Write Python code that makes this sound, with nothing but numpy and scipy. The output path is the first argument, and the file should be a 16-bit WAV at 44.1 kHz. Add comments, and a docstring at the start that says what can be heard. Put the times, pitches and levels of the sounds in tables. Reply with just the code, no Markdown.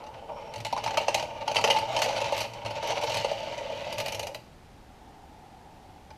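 """Rolling-ball clock turning over the hour.

On a table in a small room, one microphone close by. Three plastic rails tip one after another; their
steel balls roll down the ramps, knock on the bends and click into the queue, and the frame shudders.
When the last has landed only the motor's gears whirr on, and a hand nudges the case."""
import sys
import numpy as np
from scipy import signal
from scipy.fft import rfft, irfft
from scipy.io import wavfile
from scipy.ndimage import uniform_filter1d

SR = 44100
rng = np.random.default_rng(int(sys.argv[2]) if len(sys.argv) > 2 else 0)


def master(y):
    """Save y as 16-bit WAV."""
    cut = np.clip(np.atleast_2d(y).T, -1, 1)
    pcm = np.round(cut * 32767)  # scale
    wavfile.write(sys.argv[1], SR, pcm.astype(np.int16))


N = 272097
TIME = np.arange(N) / SR

# A ball strikes a bend or a ramp wall. Each row: start in seconds, level in dB, hardness in dB.
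KNOCKS = [(0.9716, -22.5, -2), (1.013, -31, -11.5), (1.082, -24.5, -2.5), (1.1963, -35.5, 1.5),
          (1.2252, -34, -3), (1.514, -31, -3.5), (1.5576, -29.5, 3.5), (1.565, -35.5, 16.5),
          (1.579, -34, 0), (1.64, -24.5, 4), (1.6434, -31, 2.5), (1.6669, -33, -10), (1.6738, -33, 4),
          (1.6798, -26, -12), (1.7006, -24, 1.5), (1.7055, -38.5, 20.5), (1.7289, -37, -2),
          (1.769, -36.5, 6), (1.9646, -29, 2.5), (2.0582, -28.5, -7), (2.088, -31, -8), (2.106, -33, -11),
          (2.127, -35, -4), (2.142, -28, -25), (2.164, -33.5, -4.5), (2.177, -33, -2.5), (2.203, -33, -4),
          (2.2144, -33, -0.5), (2.242, -34, -0.5), (2.258, -36, -2), (2.3222, -24, -12.5),
          (2.6493, -39.5, -1), (2.6594, -33, -2), (2.7069, -37, -3), (2.827, -35, -6.5), (2.9044, -31, -1),
          (3.0341, -28, -17), (3.0958, -33, -4), (3.1179, -37.5, 5.5), (3.1603, -33, -1.5),
          (3.2446, -25.5, -7.5), (3.314, -29.5, -13), (3.431, -37.5, -13), (3.524, -39, -10),
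          (3.542, -42, -8), (3.608, -35, -20), (3.622, -40, -23), (3.699, -36, -19), (3.722, -38.5, -15),
          (3.746, -41, -16), (3.866, -38, -21)]
# A tipping beam is bumped or lands on its stop. Each row: start in seconds, level in dB, hardness in dB.
TOCKS = [(0.038, -40.5, -11.5), (0.065, -38.5, -12), (0.087, -36, -28), (0.7255, -21, -14.5),
         (0.764, -27.5, -12.5), (0.7761, -29.5, -7), (0.8617, -27, -5.5), (0.8754, -37, 6.5),
         (0.9072, -31.5, -4.5), (1.1746, -31.5, -1), (1.4778, -28.5, 0), (1.586, -24.5, -8.5),
         (1.739, -22, -16), (1.748, -31.5, -5), (1.763, -26, -6), (1.7868, -35, -11.5), (6.1039, -43.5, -7)]
# A ball runs into the queue. Each row: start in seconds, level in dB, then the favoured pitches of
# rail, rail edge and steel in Hz.
CLICKS = [(0.5378, -48.5, 2000, 4320, 7500), (0.5584, -47.5, 2380, 4300, 7000),
          (0.5801, -52, 2240, 4300, 10500), (0.603, -49, 2310, 4260, 9000),
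          (0.6487, -38.5, 2100, 4240, 7400), (0.6654, -45, 2800, 4280, 7000),
          (0.839, -40, 2420, 4500, 9000), (1.1439, -29.5, 2270, 4700, 8440),
          (1.5462, -40.5, 2400, 6000, 6000), (1.6113, -42, 2400, 4700, 7000),
          (1.787, -41, 2400, 4700, 13200), (1.9897, -39, 2200, 5000, 8000),
          (2.0184, -30.5, 2090, 5500, 8550), (2.03, -38, 3090, 5400, 7500), (2.365, -45, 2760, 5000, 10500),
          (2.3773, -39.5, 2500, 5000, 13100), (2.3896, -44, 2790, 5000, 13000),
          (2.4046, -38, 3110, 4660, 10500), (2.416, -43.5, 2400, 4630, 9500), (2.43, -48, 2600, 4700, 9500),
          (2.444, -52, 2400, 4700, 9500), (2.5348, -50.5, 3070, 4400, 8000),
          (2.873, -43.5, 2400, 4700, 12500), (3.0134, -46, 2300, 4700, 9000),
          (3.0378, -43, 2400, 4700, 11000), (3.1422, -39.5, 2390, 4700, 9500),
          (3.1694, -37.5, 2640, 4000, 9500), (3.578, -48.5, 2400, 6200, 6500),
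          (3.9258, -43, 2800, 5450, 12500), (3.9818, -39.5, 2500, 5200, 12500),
          (4.0013, -38, 2870, 5000, 12500), (4.0595, -40, 2550, 4800, 12500),
          (4.0814, -40.5, 2800, 4040, 12500), (4.1219, -41, 2890, 5500, 12500),
          (4.1464, -41.5, 2860, 5500, 12500), (4.1944, -39.5, 2540, 4970, 12500),
          (4.2293, -43.5, 2870, 5470, 12500), (4.269, -44, 2840, 5000, 12500),
          (4.346, -43.5, 2510, 4000, 12500)]
# The running balls. Each row: time in seconds, low rumble in dB, rasp in dB.
ROLL_LEVELS = [(0, -47, -58), (0.12, -51, -65), (0.16, -48.5, -56), (0.22, -49.5, -60), (0.28, -45.5, -61),
               (0.32, -39.5, -56.5), (0.42, -45, -55.5), (0.6, -47.5, -57), (0.7, -57, -54),
               (0.88, -39.5, -45.5), (1.2, -41, -46), (1.3, -43, -51.5), (1.5, -40, -47.5),
               (1.69, -35.5, -49), (1.75, -37, -40.5), (1.83, -38.5, -45.5), (1.93, -34, -41.5),
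               (2.04, -35, -40), (2.1, -37.5, -41), (2.3, -39, -42.5), (2.41, -40.5, -40),
               (2.5, -47.5, -53.5), (2.68, -44, -49), (2.8, -40.5, -45.5), (2.881, -35.5, -40),
               (3.0, -36, -42), (3.17, -38, -39), (3.22, -41, -42), (3.35, -40, -44), (3.7, -41.5, -46.5),
               (3.82, -42, -45), (4.05, -40.5, -45.5), (4.22, -46, -52.5), (4.33, -44.5, -68)]
# The rub on the top ramp, and the gear whirr. Each row: time in seconds, level in dB.
SQUEAL_LEVELS = [(0.3, -76), (0.38, -63.5), (0.44, -67), (0.5, -63), (0.53, -64), (0.55, -78)]
MOTOR_LEVELS = [(4.45, -65), (4.66, -62), (5.06, -55), (5.95, -54.5), (6.17, -59.5)]
# A load of balls shifts and rocks the frame. Each row: start in seconds, strength in dB.
SHIFTS = [(0.56, -41), (0.85, -45), (1.14, -42.5), (1.56, -38), (1.8, -44), (2.08, -45.5), (2.23, -44),
          (2.45, -44.5), (2.64, -40), (2.86, -55), (3.15, -43), (3.96, -45.5), (4.14, -43.5), (4.31, -50)]
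# Resonances of the clock's parts. Each row: frequency in Hz, width in Hz, relative level in dB.
POST_MODES = [(126, 97, -6.5), (221.3, 19, 0), (251.6, 37, -2.5), (342.7, 34, 1)]
TRAY_MODES = [(462, 20.6, -6.5), (511.5, 19.5, -8), (564, 45.4, 0), (617, 34.5, -1), (624, 45.5, -1.5),
              (682.6, 54, -4)]
BEAM_MODES = [(793.4, 34, -4.5), (861, 44, 0), (880.2, 41.5, 2.5), (939, 32.5, -2.5), (1104, 150, -18.5),
              (1233, 61, -14), (1472, 93, -9.5)]
RAIL_MODES = [(1720, 200, -9), (1998, 100, -5), (2190, 170, -4), (2415, 110, -1.5), (2610, 170, -3),
              (2830, 125, 0), (3055, 130, 0)]
EDGE_MODES = [(3270, 200, 0.5), (3880, 350, 1), (4245, 58, 5.5), (4636, 155, 1.5), (5020, 130, -5),
              (5440, 340, -3.5), (6120, 440, -1.5), (6600, 550, -7)]
STEEL_MODES = [(7040, 780, 11), (8260, 930, 4.5), (9120, 180, 4.5), (9500, 150, -3), (10030, 590, 2.5),
               (10800, 180, -14), (12600, 1000, -8), (11800, 1700, 1.5), (14900, 860, 7)]
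RAMP_WALL_MODES = [(5540, 80, 0)]
FRAME_MODES = [(112, 14, 0)]
GEAR_MODES = [(748, 91, -1), (868, 72, -0.5), (954, 69, -8.5)]
# The still room at the microphone. Each row: frequency in Hz, relative spectral density in dB.
ROOM_TONE = [(10, -7), (30, 2), (70, 4), (130, 0), (250, -2.5), (500, -7.5), (1200, -14.5), (2500, -19),
             (5000, -24.5), (8000, -30.5), (13000, -35.5), (16000, -35)]
# How each kind of blow shares out. Each lists tray, beam, rail, rail edge and steel in dB.
KNOCK_SHARES = (-2.5, -2, -5, -9, -21.5)
TOCK_SHARES = (-14.5, 0.5, -8.5, -10, -25)
CLICK_SHARES = (0, 1.5, 0.7, -0.5, -11)
# A harder contact lifts the bright parts. It lists the same five parts in dB per dB of hardness.
HARDNESS_LIFT = (0.012, 0.4, 0.98, 0.74, 0.69)

# The bands that the parts radiate, low and high limit in Hz.
POST_BAND, TRAY_BAND, ROLLED_BEAM_BAND, STRUCK_BEAM_BAND = (120, 460), (404, 750), (686, 1246), (567, 2230)
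RAIL_BAND, EDGE_BAND, STEEL_BAND = (1650, 3300), (3100, 7000), (6700, 14000)
TICK_BAND, CRACK_BAND, GRAIN_BAND = (9000, 15500), (790, 9000), (1100, 4700)
# On the bottom ramp the balls are clear of the beams and rumble mostly round one tray resonance.
BOTTOM_TRAY_DB, BOTTOM_BEAM_DB, BOTTOM_HZ = 2.5, -3, 585
STILL_ROLLING = np.clip((4.36 - TIME) / 0.05, 0, 1)  # the last ball comes to rest at 4.36 s


def impacts():
    """Every blow rings the posts, trays, tipping beams, rails, rail edges and the steel itself."""
    starts, hardness_db, rail_hz, edge_hz, steel_hz, *levels_db = all_blows().T
    tray_db, beam_db, rail_db, edge_db, steel_db = levels_db
    tray_db = tray_db + BOTTOM_TRAY_DB * bottom_share(starts)
    beam_db = beam_db + BOTTOM_BEAM_DB * bottom_share(starts)
    post_db = 10 * np.log10(from_db(tray_db) ** 2 + from_db(beam_db) ** 2) - 22.5  # posts carry both
    age, count = np.arange(SR // 15) / SR, len(starts)
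    post = struck(contact(age, count, buzz_s=0.014, snap=0.39), POST_MODES, POST_BAND)
    tray_force = contact(age, count, buzz_s=0.0031, snap=1.0)
    tray = struck(tray_force, TRAY_MODES, TRAY_BAND, focus_hz=590)
    beam_force = soften(contact(age, count, buzz_s=0.0079, snap=0.96), hardness_db)
    beam = struck(beam_force, BEAM_MODES, STRUCK_BEAM_BAND, focus_hz=870, damping=0.92, focus_db=14.5)
    rail_force = contact(age, count, buzz_s=0.011, snap=0.29)
    rail = struck(rail_force, RAIL_MODES, RAIL_BAND, focus_hz=rail_hz, damping=1.12)
    edge_force = contact(age, count, buzz_s=0.0088, snap=0.046)
    edge = struck(edge_force, EDGE_MODES, EDGE_BAND, focus_hz=edge_hz, focus_db=9)
    steel_force = contact(age, count, buzz_s=0.012, snap=0.25)
    steel = struck(steel_force, STEEL_MODES, STEEL_BAND, focus_hz=steel_hz)
    parts = [(post_db, post), (tray_db, tray), (beam_db, beam),
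             (rail_db, rail), (edge_db, edge), (steel_db, steel)]
    blows = sum(from_db(db)[:, None] * part for db, part in parts)
    out = np.zeros(N + len(age))
    for start, blow in zip((starts * SR).astype(int), blows):
        out[start:start + len(age)] += blow
    return out[:N]


def all_blows():
    """Knocks, tocks, clicks and the jostling between them, one row a blow."""
    knock_s, knock_db, hardness_db = np.transpose(KNOCKS)
    knock_hz = np.where(hardness_db > 1, 2980, 2710)  # hard knocks ring the top rail modes
    click_s, click_db, *click_pitches = np.transpose(CLICKS)
    return np.vstack([shared_out(KNOCK_SHARES, knock_s, knock_db, hardness_db, rail_hz=knock_hz),
                      shared_out(TOCK_SHARES, *np.transpose(TOCKS), rail_hz=2400),
                      shared_out(CLICK_SHARES, click_s, click_db, 0, *click_pitches),
                      jostles()])


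def jostles(count=200, per_s=28, spread_db=2.5, train_rasp_db=-40.5):
    """A long, fast train of balls clicks against itself at random, a little softer than it rasps."""
    gap_chance, level_chance = rng.random((count, 2)).T
    starts = np.cumsum(0.5 + gap_chance) / per_s
    roll_s, _, roll_rasp_db = np.transpose(ROLL_LEVELS)
    rasp_db = np.interp(starts, roll_s, roll_rasp_db)
    level_db = rasp_db - 3 + spread_db * np.sqrt(3) * (1 - 2 * level_chance)
    blows = shared_out(CLICK_SHARES, starts, level_db, hardness_db=0, rail_hz=2450)
    return blows[rasp_db > train_rasp_db]


def shared_out(shares_db, starts, db, hardness_db, rail_hz, edge_hz=4770, steel_hz=9000):
    """Spread blows over the parts. Each row: start, hardness, three pitches, five part levels."""
    starts, hardness_db, *pitches = np.broadcast_arrays(starts, hardness_db, rail_hz, edge_hz, steel_hz)
    levels_db = db[:, None] + shares_db + np.outer(hardness_db, HARDNESS_LIFT)
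    return np.column_stack([starts, hardness_db, *pitches, levels_db])


def contact(age, count, buzz_s, snap):
    """Force of each impact: one sharp touch, then a dying buzz of ball against plastic."""
    buzz = rng.standard_normal((count, len(age))) * np.exp(-age / buzz_s)
    return buzz / np.sqrt(buzz_s * SR / 2) + snap * (age == 0)


def soften(force, hardness_db, db_per_octave=11.5):
    """The softer the contact, the lower its force is cut off."""
    corners_hz = np.clip(2500 * 2 ** (hardness_db / db_per_octave), 950, SR / 4)
    return np.array([signal.sosfilt(signal.butter(6, hz, fs=SR, output="sos"), push)
                     for push, hz in zip(force, corners_hz)])


def struck(force, modes, band_hz, focus_hz=None, damping=1, focus_db=12):
    """Each blow rings the modes with strengths of its own; rms 1 over the first 20 ms."""
    ringing = 0
    for hz, width, db in modes:
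        strength_db = db + 3 * rng.standard_normal((len(force), 1))
        if focus_hz is not None:  # where the ball lands favours one region of modes
            octaves_away = np.abs(np.log2(hz / focus_hz)).reshape(-1, 1)
            strength_db = strength_db - focus_db * octaves_away
        side = rng.choice([-1, 1], (len(force), 1))  # which side of a nodal line is hit
        ringing = ringing + side * from_db(strength_db) * resonance(force, hz, width * damping)
    ringing = radiate(ringing, band_hz)
    return ringing / np.std(ringing[:, :SR // 50], axis=1, keepdims=True)


def ticks():
    """Steel meeting steel squarely adds a short, very high tick and a dry crack."""
    out, age = np.zeros(N), np.arange(SR // 20) / SR
    for start_s, db, _, _, steel_hz in CLICKS:
        squareness = (steel_hz / TICK_BAND[1]) ** 1.23
        start = int(start_s * SR)
        for band_hz, share_db in ((TICK_BAND, -11.5), (CRACK_BAND, -6.5)):
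            burst = radiate(contact(age, count=1, buzz_s=0.0078, snap=0.17)[0], band_hz)
            burst /= np.std(burst[:SR // 50])
            out[start:start + len(age)] += from_db(db + share_db) * squareness * burst
    return out


def rolling():
    """The jolts of the running balls feed the same resonances as the blows: a rumble and a rasp."""
    weight, rasp = gains_in_time(ROLL_LEVELS)
    on_bottom = bottom_share(TIME)
    tray_gain = weight * from_db(BOTTOM_TRAY_DB * on_bottom)
    beam_gain = weight * from_db(BOTTOM_BEAM_DB * on_bottom + 0.18)
    lurch = from_db((3.375 - 1.77 * on_bottom) * drift(per_s=55))  # the bottom ramp is the smoothest
    post = rolled(bumps(4000, 0.96, lurch), POST_MODES, POST_BAND)
    tray = rolled(bumps(4000, 0.24, lurch), TRAY_MODES, TRAY_BAND, narrowing_db=36 * on_bottom)
    beam = rolled(bumps(4000, 0.5, lurch), BEAM_MODES, ROLLED_BEAM_BAND)
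    rail = rolled(bumps(3500, 0.64, lurch), RAIL_MODES, RAIL_BAND)
    edge = rolled(bumps(3500, 0.94, lurch), EDGE_MODES, EDGE_BAND)
    steel = rolled(bumps(5000, 3.5, lurch), STEEL_MODES, STEEL_BAND)
    grain = rms_one(radiate(bumps(3000, 2.1, lurch), GRAIN_BAND))
    brightness = (rasp / from_db(-44)) ** 0.76  # a fast train rasps brighter than one slow ball
    treble = brightness * (from_db(-5.5) * edge + from_db(-20.5) * steel)
    grit = rasp * (from_db(-0.3) * rail + from_db(-5.5) * grain + treble)
    rumble = tray_gain * (from_db(-0.74) * tray + from_db(-17.5) * post) + beam_gain * beam
    return (rumble + grit) * STILL_ROLLING


def bumps(per_s, spread_db, lurch):
    """Tiny random jolts of balls crossing the grain of the plastic."""
    sizes = from_db(spread_db * np.minimum(rng.exponential(1, N), 4)) * rng.standard_normal(N)
    return sizes * (rng.random(N) < per_s / SR) * lurch


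def rolled(jolts, modes, band_hz, narrowing_db=0, even_s=0.067, evenness=0.76):
    """The balls pass nodes and bellies of each mode: the colour shifts, the level stays fairly even."""
    ringing = 0
    for k, (hz, width, db) in enumerate(modes):
        strength_db = db + 2.05 * drift(per_s=12) - narrowing_db * abs(np.log2(hz / BOTTOM_HZ))
        ringing = ringing + (-1) ** k * from_db(strength_db) * resonance(jolts, hz, width)
    ringing = rms_one(radiate(ringing, band_hz))
    power = uniform_filter1d(ringing ** 2, int(even_s * SR)) + 1e-6
    return rms_one(ringing / power ** (evenness / 2))


def bottom_share(seconds, entry_s=3.205, crossing_s=0.12):
    """How far the balls have passed on to the bottom ramp, 0 to 1."""
    return np.clip((seconds - entry_s) / crossing_s, 0, 1)


def shudder(rise_s=0.015, t60=0.8):
    """The rolling and shifting weight keeps the frame rocking at its lowest resonance."""
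    sway = signal.hilbert(ringing_noise(FRAME_MODES))
    sway = rms_one(sway.real / np.sqrt(np.abs(sway)))  # many balls together push fairly evenly
    _, rasp = gains_in_time(ROLL_LEVELS)
    pushes = [from_db(-8.5) * rasp * STILL_ROLLING]
    for start_s, db in SHIFTS:
        age = np.maximum(TIME - start_s, 0)
        pushes.append(np.minimum(age / rise_s, 1) * from_db(db - 60 * age / t60))
    return np.linalg.norm(pushes, axis=0) * sway


def squeal():
    """The first ball rubs the side of its ramp and sings thinly."""
    rubbing = (TIME > SQUEAL_LEVELS[0][0]) & (TIME < SQUEAL_LEVELS[-1][0])
    return rubbing * gains_in_time(SQUEAL_LEVELS)[0] * ringing_noise(RAMP_WALL_MODES)


def motor():
    """The gears that lift the arm whirr in their housing."""
    return from_db(0.5) * gains_in_time(MOTOR_LEVELS)[0] * ringing_noise(GEAR_MODES)


def reflections(direct, t60, wet_db, build_s):
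    """Diffuse sound off the walls builds up at the microphone and dies away."""
    age = np.arange(SR // 2) / SR
    build_up = 1 - np.exp(-(age / build_s) ** 2)
    tail = rng.standard_normal(len(age)) * from_db(-60 * age / t60) * build_up
    return from_db(wet_db) * signal.fftconvolve(direct, tail / np.linalg.norm(tail))[:N]


def room_tone(level_db=-52.5):
    """The low, steady hush of the room behind the clock."""
    hz, db = np.transpose(ROOM_TONE)
    bins_hz = np.maximum(np.arange(N // 2 + 1) * SR / N, 1)
    gains = from_db(np.interp(np.log(bins_hz), np.log(hz), db))
    return from_db(level_db) * rms_one(irfft(rfft(rng.standard_normal(N)) * gains, N))


def ringing_noise(modes):
    """Noise drives parallel resonances of alternating sign; rms 1."""
    force = rng.standard_normal(N)
    return rms_one(sum((-1) ** k * from_db(db) * resonance(force, hz, width)
                       for k, (hz, width, db) in enumerate(modes)))


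def resonance(force, hz, width):
    """One mode, gain 1 at its centre."""
    radius = np.exp(-np.pi * width / SR)
    poles = [1, -2 * radius * np.cos(2 * np.pi * hz / SR), radius ** 2]
    return (1 - radius ** 2) / 2 * signal.lfilter([1, 0, -1], poles, force + 1e-18)


def radiate(x, band_hz):
    """A part is a poor loudspeaker outside its own band."""
    return signal.sosfilt(signal.butter(3, band_hz, "band", fs=SR, output="sos"), x)


def drift(per_s):
    """A random wander of rms 1 that turns per_s times a second."""
    knots = rng.standard_normal(4000)
    return rms_one(np.interp(TIME * per_s, np.arange(len(knots)), knots))


def gains_in_time(rows):
    """Each dB column of a curve as a gain per sample."""
    seconds, *columns = np.transpose(rows)
    return [from_db(np.interp(TIME, seconds, db)) for db in columns]


def from_db(db):
    """Decibels to gain."""
    return 10 ** (np.asarray(db) / 20)


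def rms_one(x):
    """Scale a signal to rms 1."""
    return x / np.sqrt(np.mean(x ** 2) + 1e-20)


def scene():
    """The clock close up, with light reflections and the still room behind it, in mono."""
    balls = impacts() + ticks() + rolling() + squeal()
    air = room_tone()
    walls = reflections(balls, t60=0.42, wet_db=-11.5, build_s=0.011)
    return (balls + walls + shudder() + motor() + air)[None]


def record(dry):
    """The microphone rolls off above 14 kHz and is cut steeply at 15.6 kHz."""
    dull = signal.sosfilt(signal.butter(8, 14000, fs=SR, output="sos"), dry)
    return signal.sosfilt(signal.ellip(10, 0.1, 80, 15600, fs=SR, output="sos"), dull)


dry = scene()
out = record(dry)
master(out)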